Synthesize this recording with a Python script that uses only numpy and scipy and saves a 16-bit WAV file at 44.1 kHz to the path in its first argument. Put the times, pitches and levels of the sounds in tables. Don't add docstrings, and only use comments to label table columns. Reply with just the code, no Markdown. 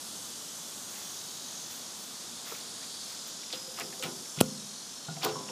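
import sys
import numpy as np
from scipy import signal
from scipy.fft import rfft, irfft
from scipy.io import wavfile
from scipy.ndimage import uniform_filter1d

SR = 44100
rng = np.random.default_rng(int(sys.argv[2]) if len(sys.argv) > 2 else 0)


def persist_wave(psi):
    counts = np.round(np.clip(psi, -1, 1) * 32767).astype(np.int16)
    wavfile.write(sys.argv[1], SR, np.atleast_2d(counts).T)


def voltage_ratio(level):
    return 10 ** (np.asarray(level, float) / 20)


N = 242991
T_S = np.arange(N) / SR

# start_s, signed_peak, pitch_hz, t60_s
SNAP = [
    (4.4114, -1.05, 520, .0045),
    (4.4121, .46, 178, .019),
]
SEATED_S = 4.4122


def rms_one(x):
    return x / np.sqrt(np.mean(x ** 2) + 1e-20)


def in_time(rows):
    s, *columns = np.transpose(rows)
    return [np.interp(T_S, s, column) for column in columns]


def drift(rate):
    r = np.exp(-80 * np.pi * rate / SR)
    noise = rng.standard_normal(N // 40 + 2002)
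    slow = signal.lfilter([1], [1, -2 * r, r * r], noise)[2000:]
    return np.interp(np.arange(N) / 40, np.arange(len(slow)), rms_one(slow))


def band(x, low_hz, high_hz):
    edges_hz = [low_hz, min(high_hz, .45 * SR)]
    return signal.sosfilt(signal.butter(2, edges_hz, "band", fs=SR, output="sos"), x)


def ring(clicks, hz, t60_s):
    r = voltage_ratio(-60 / (t60_s * SR))
    w = 2 * np.pi * hz / SR
    return signal.lfilter([0, np.sin(w)], [1, -2 * r * np.cos(w), r * r], clicks + 1e-18)


def coloured(spectrum, patchy_db):
    hz, level_db = np.transpose(spectrum)
    bin_hz = np.maximum(np.arange(N // 2 + 1) * SR / N, 1)
    gain_db = np.interp(np.log(bin_hz), np.log(hz), level_db, -90, -90)
    shaped = rfft(rng.standard_normal(N)) * voltage_ratio(gain_db)
    third_octave = 3 * np.log2(bin_hz / hz[0])
    out = np.zeros(N)
    for k in range(int(3 * np.log2(hz[-1] / hz[0])) + 2):
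        share = np.clip(1 - abs(third_octave - k), 0, 1)
        wander_db = patchy_db * (drift(0.49) + 0.27 * drift(4.9))
        out += irfft(shaped * share, N) * voltage_ratio(wander_db)
    return rms_one(out)


def grains(per_s, spread_db):
    sizes = voltage_ratio(spread_db * np.minimum(rng.exponential(1, N), 4)) * rng.choice([-1, 1], N)
    return rms_one(sizes * (rng.random(N) < per_s / SR))


def traffic():
    # pitch_hz, level_db_per_hz
    spectrum = [(18, -69), (30, -39), (54, -19), (107, -5), (135, -7), (161, -2), (229, 1), (373, -5),
                (1300, -6), (2250, -16.5), (3200, -7.5), (4160, -35), (7040, -120)]
    # time_s, shelter_0_to_1
    shelter_curve = [(0, 0), (2.7, .1), (3.3, 0.46), (4.7, 1), (5.51, 0.4)]
    (shelter,) = in_time(shelter_curve)
    return voltage_ratio(-50.5 - 2.5 * shelter) * coloured(spectrum, patchy_db=0.0)


def chorus():
    # pitch_hz, level_db_per_hz
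    spectrum = [(1410, -16), (2400, -13.5), (2940, -14), (3430, -1), (4030, -2), (4470, 0), (5440, -1),
                (6310, -1), (6730, 0), (8610, -7), (9500, -8), (12400, -20.5), (20900, -120)]
    # time_s, level_db
    swell = [(0, -45.5), (.6, -45), (1.4, -44.5), (2.3, -44), (3.27, -43.5), (3.7, -47), (5.51, -47)]
    (level_db,) = in_time(swell)
    return voltage_ratio(level_db) * coloured(spectrum, patchy_db=0.95)


def leaves():
    # pitch_hz, level_db_per_hz
    spectrum = [(4710, -10.5), (8000, -3.5), (8790, -3.5), (11200, -6.5), (13500, -10.5), (15600, -17.5),
                (15800, -30)]
    # time_s, level_db
    breeze = [(0, -48.5), (1.1, -47.5), (1.5, -50), (2.3, -52), (3.4, -53), (3.7, -51), (5.51, -51.5)]
    (level_db,) = in_time(breeze)
    return voltage_ratio(level_db) * coloured(spectrum, patchy_db=1.5)


def cicada(rate, heard, jitter, skirt_db, width_hz):
    (per_s,), (level_db, body_hz) = in_time(rate), in_time(heard)
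    phase = 2 * np.pi * np.cumsum(per_s * (1 + jitter * drift(24.6))) / SR
    out = np.zeros(N)
    for k in range(8, 20):
        lift = voltage_ratio(skirt_db) + np.exp(-.5 * ((k * per_s - body_hz) / width_hz) ** 2)
        fade = voltage_ratio(3.06 * drift(3.8))
        out += lift * fade * np.sin(k * phase + 0.51 * drift(3.3))
    throb_hz = 44.17 * (1 + 0.0239 * drift(1.0))
    throb = 1 + .5 * np.sin(2 * np.pi * np.cumsum(throb_hz) / SR)
    return voltage_ratio(level_db) * throb * rms_one(out)


def near_cicadas():
    # time_s, pulses_per_s
    first_rate = [(0, 381.2), (1.2, 382), (1.75, 385), (3.1, 385.3), (3.8, 385.8), (4.8, 386.9), (5.5, 390)]
    second_rate = [(0, 427), (1.6, 427.5), (2.3, 423), (5.5, 424.5)]
    # time_s, level_db, body_hz
    first_heard = [(0, -51, 6200), (.8, -51.5, 6070), (1.3, -48, 6300), (1.75, -48.5, 6270),
                   (2.2, -58, 5800), (2.9, -52.5, 4550), (3.3, -49.5, 5300), (3.9, -49.5, 5360),
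                   (4.8, -50.5, 5900), (5.5, -48.5, 5530)]
    second_heard = [(0, -61, 3320), (1.0, -59, 3400), (1.6, -55.5, 3600), (2.1, -61, 3300),
                    (2.3, -56, 6780), (2.6, -48.5, 6500), (3.5, -58, 6800), (4.4, -51.5, 6800),
                    (4.602, -53, 4200), (5.1, -54, 4180), (5.5, -61, 7100)]
    first = cicada(first_rate, first_heard, jitter=.0036, skirt_db=-7, width_hz=450)
    return first + cicada(second_rate, second_heard, jitter=.0045, skirt_db=-10, width_hz=350)


def steps():
    # start_s, length_s, crunch_db, swish_db
    footfalls = [(.25, .1, -70, -68), (0.898, 0.25, -53, -54), (1.193, .08, -66, -65),
                 (1.698, 0.15, -55.5, -52), (1.96, 0.21, -72, -56), (2.45, 0.21, -49.5, -51),
                 (2.812, 0.067, -53, -68), (3.06, 0.16, -55, -59), (3.266, 0.053, -55, -51),
                 (3.517, 0.12, -51, -57)]
    crunch = rms_one(band(grains(3000, spread_db=3.0), 700, 3000))
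    swish = rms_one(band(grains(9000, spread_db=3.0), 11000, 16000))
    out = np.zeros(N)
    for start_s, length_s, crunch_db, swish_db in footfalls:
        swell = np.sin(np.pi * np.clip((T_S - start_s) / length_s, 0, 1) ** 0.45)
        out += swell * (voltage_ratio(crunch_db) * crunch + voltage_ratio(swish_db) * swish)
    return out


def slides():
    # start_s, hardest_s, end_s, grind_db, squeak_over_grind_db
    strokes = [
        (3.763, 3.79, 3.85, -43.5, -9),
        (4.024, 4.025, 4.105, -41.5, -10),
        (4.36, 4.402, 4.38, -43, 0),
        (4.398, 4.409, 4.412, -26.5, -3),
        (5.208, 5.244, 5.336, -33.5, -6),
    ]
    faint_db = -55
    slips = grains(5000, spread_db=2.0) * voltage_ratio(2.25 * drift(120))
    grind = rms_one(band(slips, 500, 3900))
    squeak = rms_one(band(slips, 2400, 5100))
    hiss = rms_one(band(slips, 7000, 24000))
    out = np.zeros(N)
    for start_s, hardest_s, end_s, grind_db, squeak_db in strokes:
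        press_db = np.interp(T_S, [start_s, hardest_s, end_s], [faint_db, grind_db, faint_db])
        hiss_db = -3.5 + .5 * (press_db - grind_db)
        rub = grind + voltage_ratio(squeak_db) * squeak + voltage_ratio(hiss_db) * hiss
        out += (T_S > start_s) * (T_S < end_s) * voltage_ratio(press_db) * rub
    return out


def shudder(scrape):
    t60_s = 0.96
    r = voltage_ratio(-120 / (t60_s * SR))
    energy = signal.lfilter([1 - r], [1, -r], scrape ** 2 + 1e-18)
    return voltage_ratio(-3) * np.sqrt(energy) * rms_one(band(rng.standard_normal(N), 128, 740))


def door(scrape):
    # pitch_hz, level_db, t60_s
    modes = [(122.5, -5, 0.53), (137.3, -13, 0.94), (148.3, -4, 1), (153, 7, 0.16), (170.8, -7, 0.74),
             (186.4, -12, 1), (207, -3, 1), (222, -11, 0.78), (235, -2.5, 0.75), (258, -1.5, 0.56),
             (300, -0.5, 0.25), (348.6, 1.5, 0.64), (398, -3, 0.92), (431, -2.5, 0.35), (488, -4, 0.21),
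             (520, -0.5, 0.43), (581, -13.5, 0.1), (680, -1, 0.17), (716, -1.5, 0.04), (770, -0.5, 0.15),
             (888, -11, 0.39), (930, -6.5, 0.11), (966, -22, 0.17), (1005, -11.5, 0.54), (1106, -5.5, 0.22),
             (1210, -2, 0.071), (1310, -2, 0.11), (1400, -13, 0.18), (1420, -19, 0.085), (1437, 1, 0.13)]
    # start_s, level_db, favoured_hz
    knocks = [(3.5285, -47.5, 300), (3.5305, -46, 520), (3.674, -46, 520), (3.787, -44, 700),
              (3.7986, -50, 690), (3.816, -49, 173), (3.927, -47, 696), (3.9965, -44, 520),
              (4.0252, -47, 520), (4.0252, -42.5, 272), (4.0362, -41.5, 165.5), (4.05, -48, 117),
              (4.373, -33, 166), (4.4045, -32, 1260), (4.411, -36, 197), (4.4113, -44, 151),
              (4.4117, -41, 254), (4.4205, -38, 480), (5.081, -36.5, 159), (5.085, -42.5, 716),
              (5.086, -42, 1437), (5.165, -40, 714), (5.230, -34, 770), (5.243, -29.5, 453),
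              (5.2494, -34.5, 430), (5.2612, -39.5, 431), (5.291, -42, 695), (5.355, -31, 1016),
              (5.487, -38, 940), (5.495, -44, 520)]
    favour_octaves, other_modes_db = .13, -19
    rocking = [(5.374 + k * 0.043, -51 + k * -2, 228) for k in range(4)]
    start_s, ring_db, favoured_hz = np.transpose(list(knocks) + rocking)
    at = (start_s * SR).round().astype(int)
    uneven_db = 1.5 * rng.standard_normal((len(at), len(modes)))
    out = np.zeros(N)
    for k, (hz, level_db, t60_s) in enumerate(modes):
        off_octaves = np.log2(hz / favoured_hz)
        share = voltage_ratio(other_modes_db) + np.exp(-.5 * (off_octaves / favour_octaves) ** 2)
        clicks = scrape.copy()
        np.add.at(clicks, at, share * voltage_ratio(ring_db + uneven_db[:, k]))
        push = band(clicks, 0.55 * hz, 1.64 * hz)
        out += (-1) ** k * voltage_ratio(level_db) * ring(push, hz, t60_s)
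    return out


def ticks():
    # start_s, level_db, pitch_hz
    pings = [(3.5268, -22, 4150), (3.529, -31, 7160), (3.7986, -23.5, 7660), (3.9957, -30, 4530),
             (4.0252, -27, 7050), (4.0364, -21.5, 8800), (4.4112, -9.5, 7500), (4.4115, -10, 11500),
             (4.4118, -14.5, 3350), (4.4205, -28.5, 11300), (5.2473, -14.5, 13100), (5.2494, -21.5, 6960)]
    # start_s, level_db, pitch_hz
    clacks = [(2.5189, -35, 424), (2.519, -35.5, 1180), (2.547, -36, 2800), (3.431, -41.5, 2230),
              (3.503, -39.5, 2450), (3.5305, -27.5, 3550), (3.533, -37.5, 615), (3.776, -35.5, 2520),
              (3.787, -34.5, 1210), (3.803, -30.5, 2300), (3.816, -45, 1490), (3.927, -39, 2180),
              (4.0252, -29, 2850), (4.037, -27, 2930), (4.05, -42, 700), (4.256, -44, 2200),
              (4.387, -28, 3000), (4.4045, -19, 3250), (4.405, -19.5, 12000), (5.083, -40, 680),
              (5.165, -42.5, 2200), (5.221, -32, 2500), (5.2305, -25, 4040), (5.243, -28, 4000),
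              (5.255, -34, 3520), (5.2612, -24.5, 915), (5.272, -42, 4500), (5.291, -32, 3480),
              (5.487, -36.5, 2460)]
    rows = [(s, db, hz, .009 * np.exp(-.04 * (db + 25))) for s, db, hz in pings]
    rows += [(s, db, hz, 0.027 * np.exp(0.09 * (db + 44))) for s, db, hz in clacks]
    out, span_s = np.zeros(N + 4000), np.arange(4000) / SR
    noise = rng.standard_normal((len(rows), 4000))
    noise[:, 0] = -3.0
    for (s, tick_db, hz, t60_s), burst in zip(rows, noise):
        burst = band(burst * voltage_ratio(-60 * span_s / t60_s), 0.75 * hz, 1.257 * hz)
        stilled = (s < SNAP[0][0] - .002) & (s + span_s > SEATED_S)
        burst = burst * np.where(stilled, voltage_ratio(-22), 1)
        out[round(s * SR):][:4000] += voltage_ratio(tick_db) * burst / abs(burst).max()
    return out[:N]


def snap():
    deep_thump = (SEATED_S, 0.13, 35.7, 0.13)
    out = np.zeros(N)
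    for start_s, peak, hz, t60_s in list(SNAP) + [deep_thump]:
        click = 1. * (np.arange(N) == round(start_s * SR))
        out += peak * ring(click, hz, t60_s)
    return out


def latch():
    sliding = slides()
    held = abs(T_S - SEATED_S) < .06
    stirring = sliding * np.where(held, voltage_ratio(-12), 1)
    out = ticks() + sliding + snap() + door(voltage_ratio(-40.0) * stirring) + shudder(stirring)
    lag = round(.021 * SR)
    out[lag:] += voltage_ratio(-28) * band(out, 150, 3200)[:-lag]
    return out


def scene():
    garden = traffic() + chorus() + leaves() + near_cicadas()
    return np.tile(garden + steps() + latch(), (2, 1))


def drop_weak_treble(x):
    # pitch_hz, level_db
    weak = [(10000, -87), (12500, -86.5), (14000, -87.5), (15300, -90.5)]
    hz, _, cells = signal.stft(x, SR, window="cosine", nperseg=2048, noverlap=1024)
    cell_power = uniform_filter1d(abs(cells) ** 2, size=2, axis=0)
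    cell_power = uniform_filter1d(cell_power, size=2, axis=1)
    faintest_db = np.interp(hz, *np.transpose(weak), left=-200)
    cells[cell_power < voltage_ratio(2 * faintest_db)[:, None]] = 0
    return signal.istft(cells, SR, window="cosine", nperseg=2048, noverlap=1024)[1][:N]


def band_limit(x):
    return signal.sosfilt(signal.butter(12, 16390, fs=SR, output="sos"), x)


def record(dry):
    mono = signal.sosfilt(signal.butter(3, 95, "high", fs=SR, output="sos"), dry[0])
    mono = mono + voltage_ratio(-86) * rms_one(band(rng.standard_normal(N), 21, 160))
    mono = signal.sosfilt(signal.ellip(8, .3, 30, 15330, fs=SR, output="sos"), mono)
    mix = np.tile(drop_weak_treble(mono), (2, 1))
    return band_limit(mix)


dry = scene()
out = record(dry)
persist_wave(out)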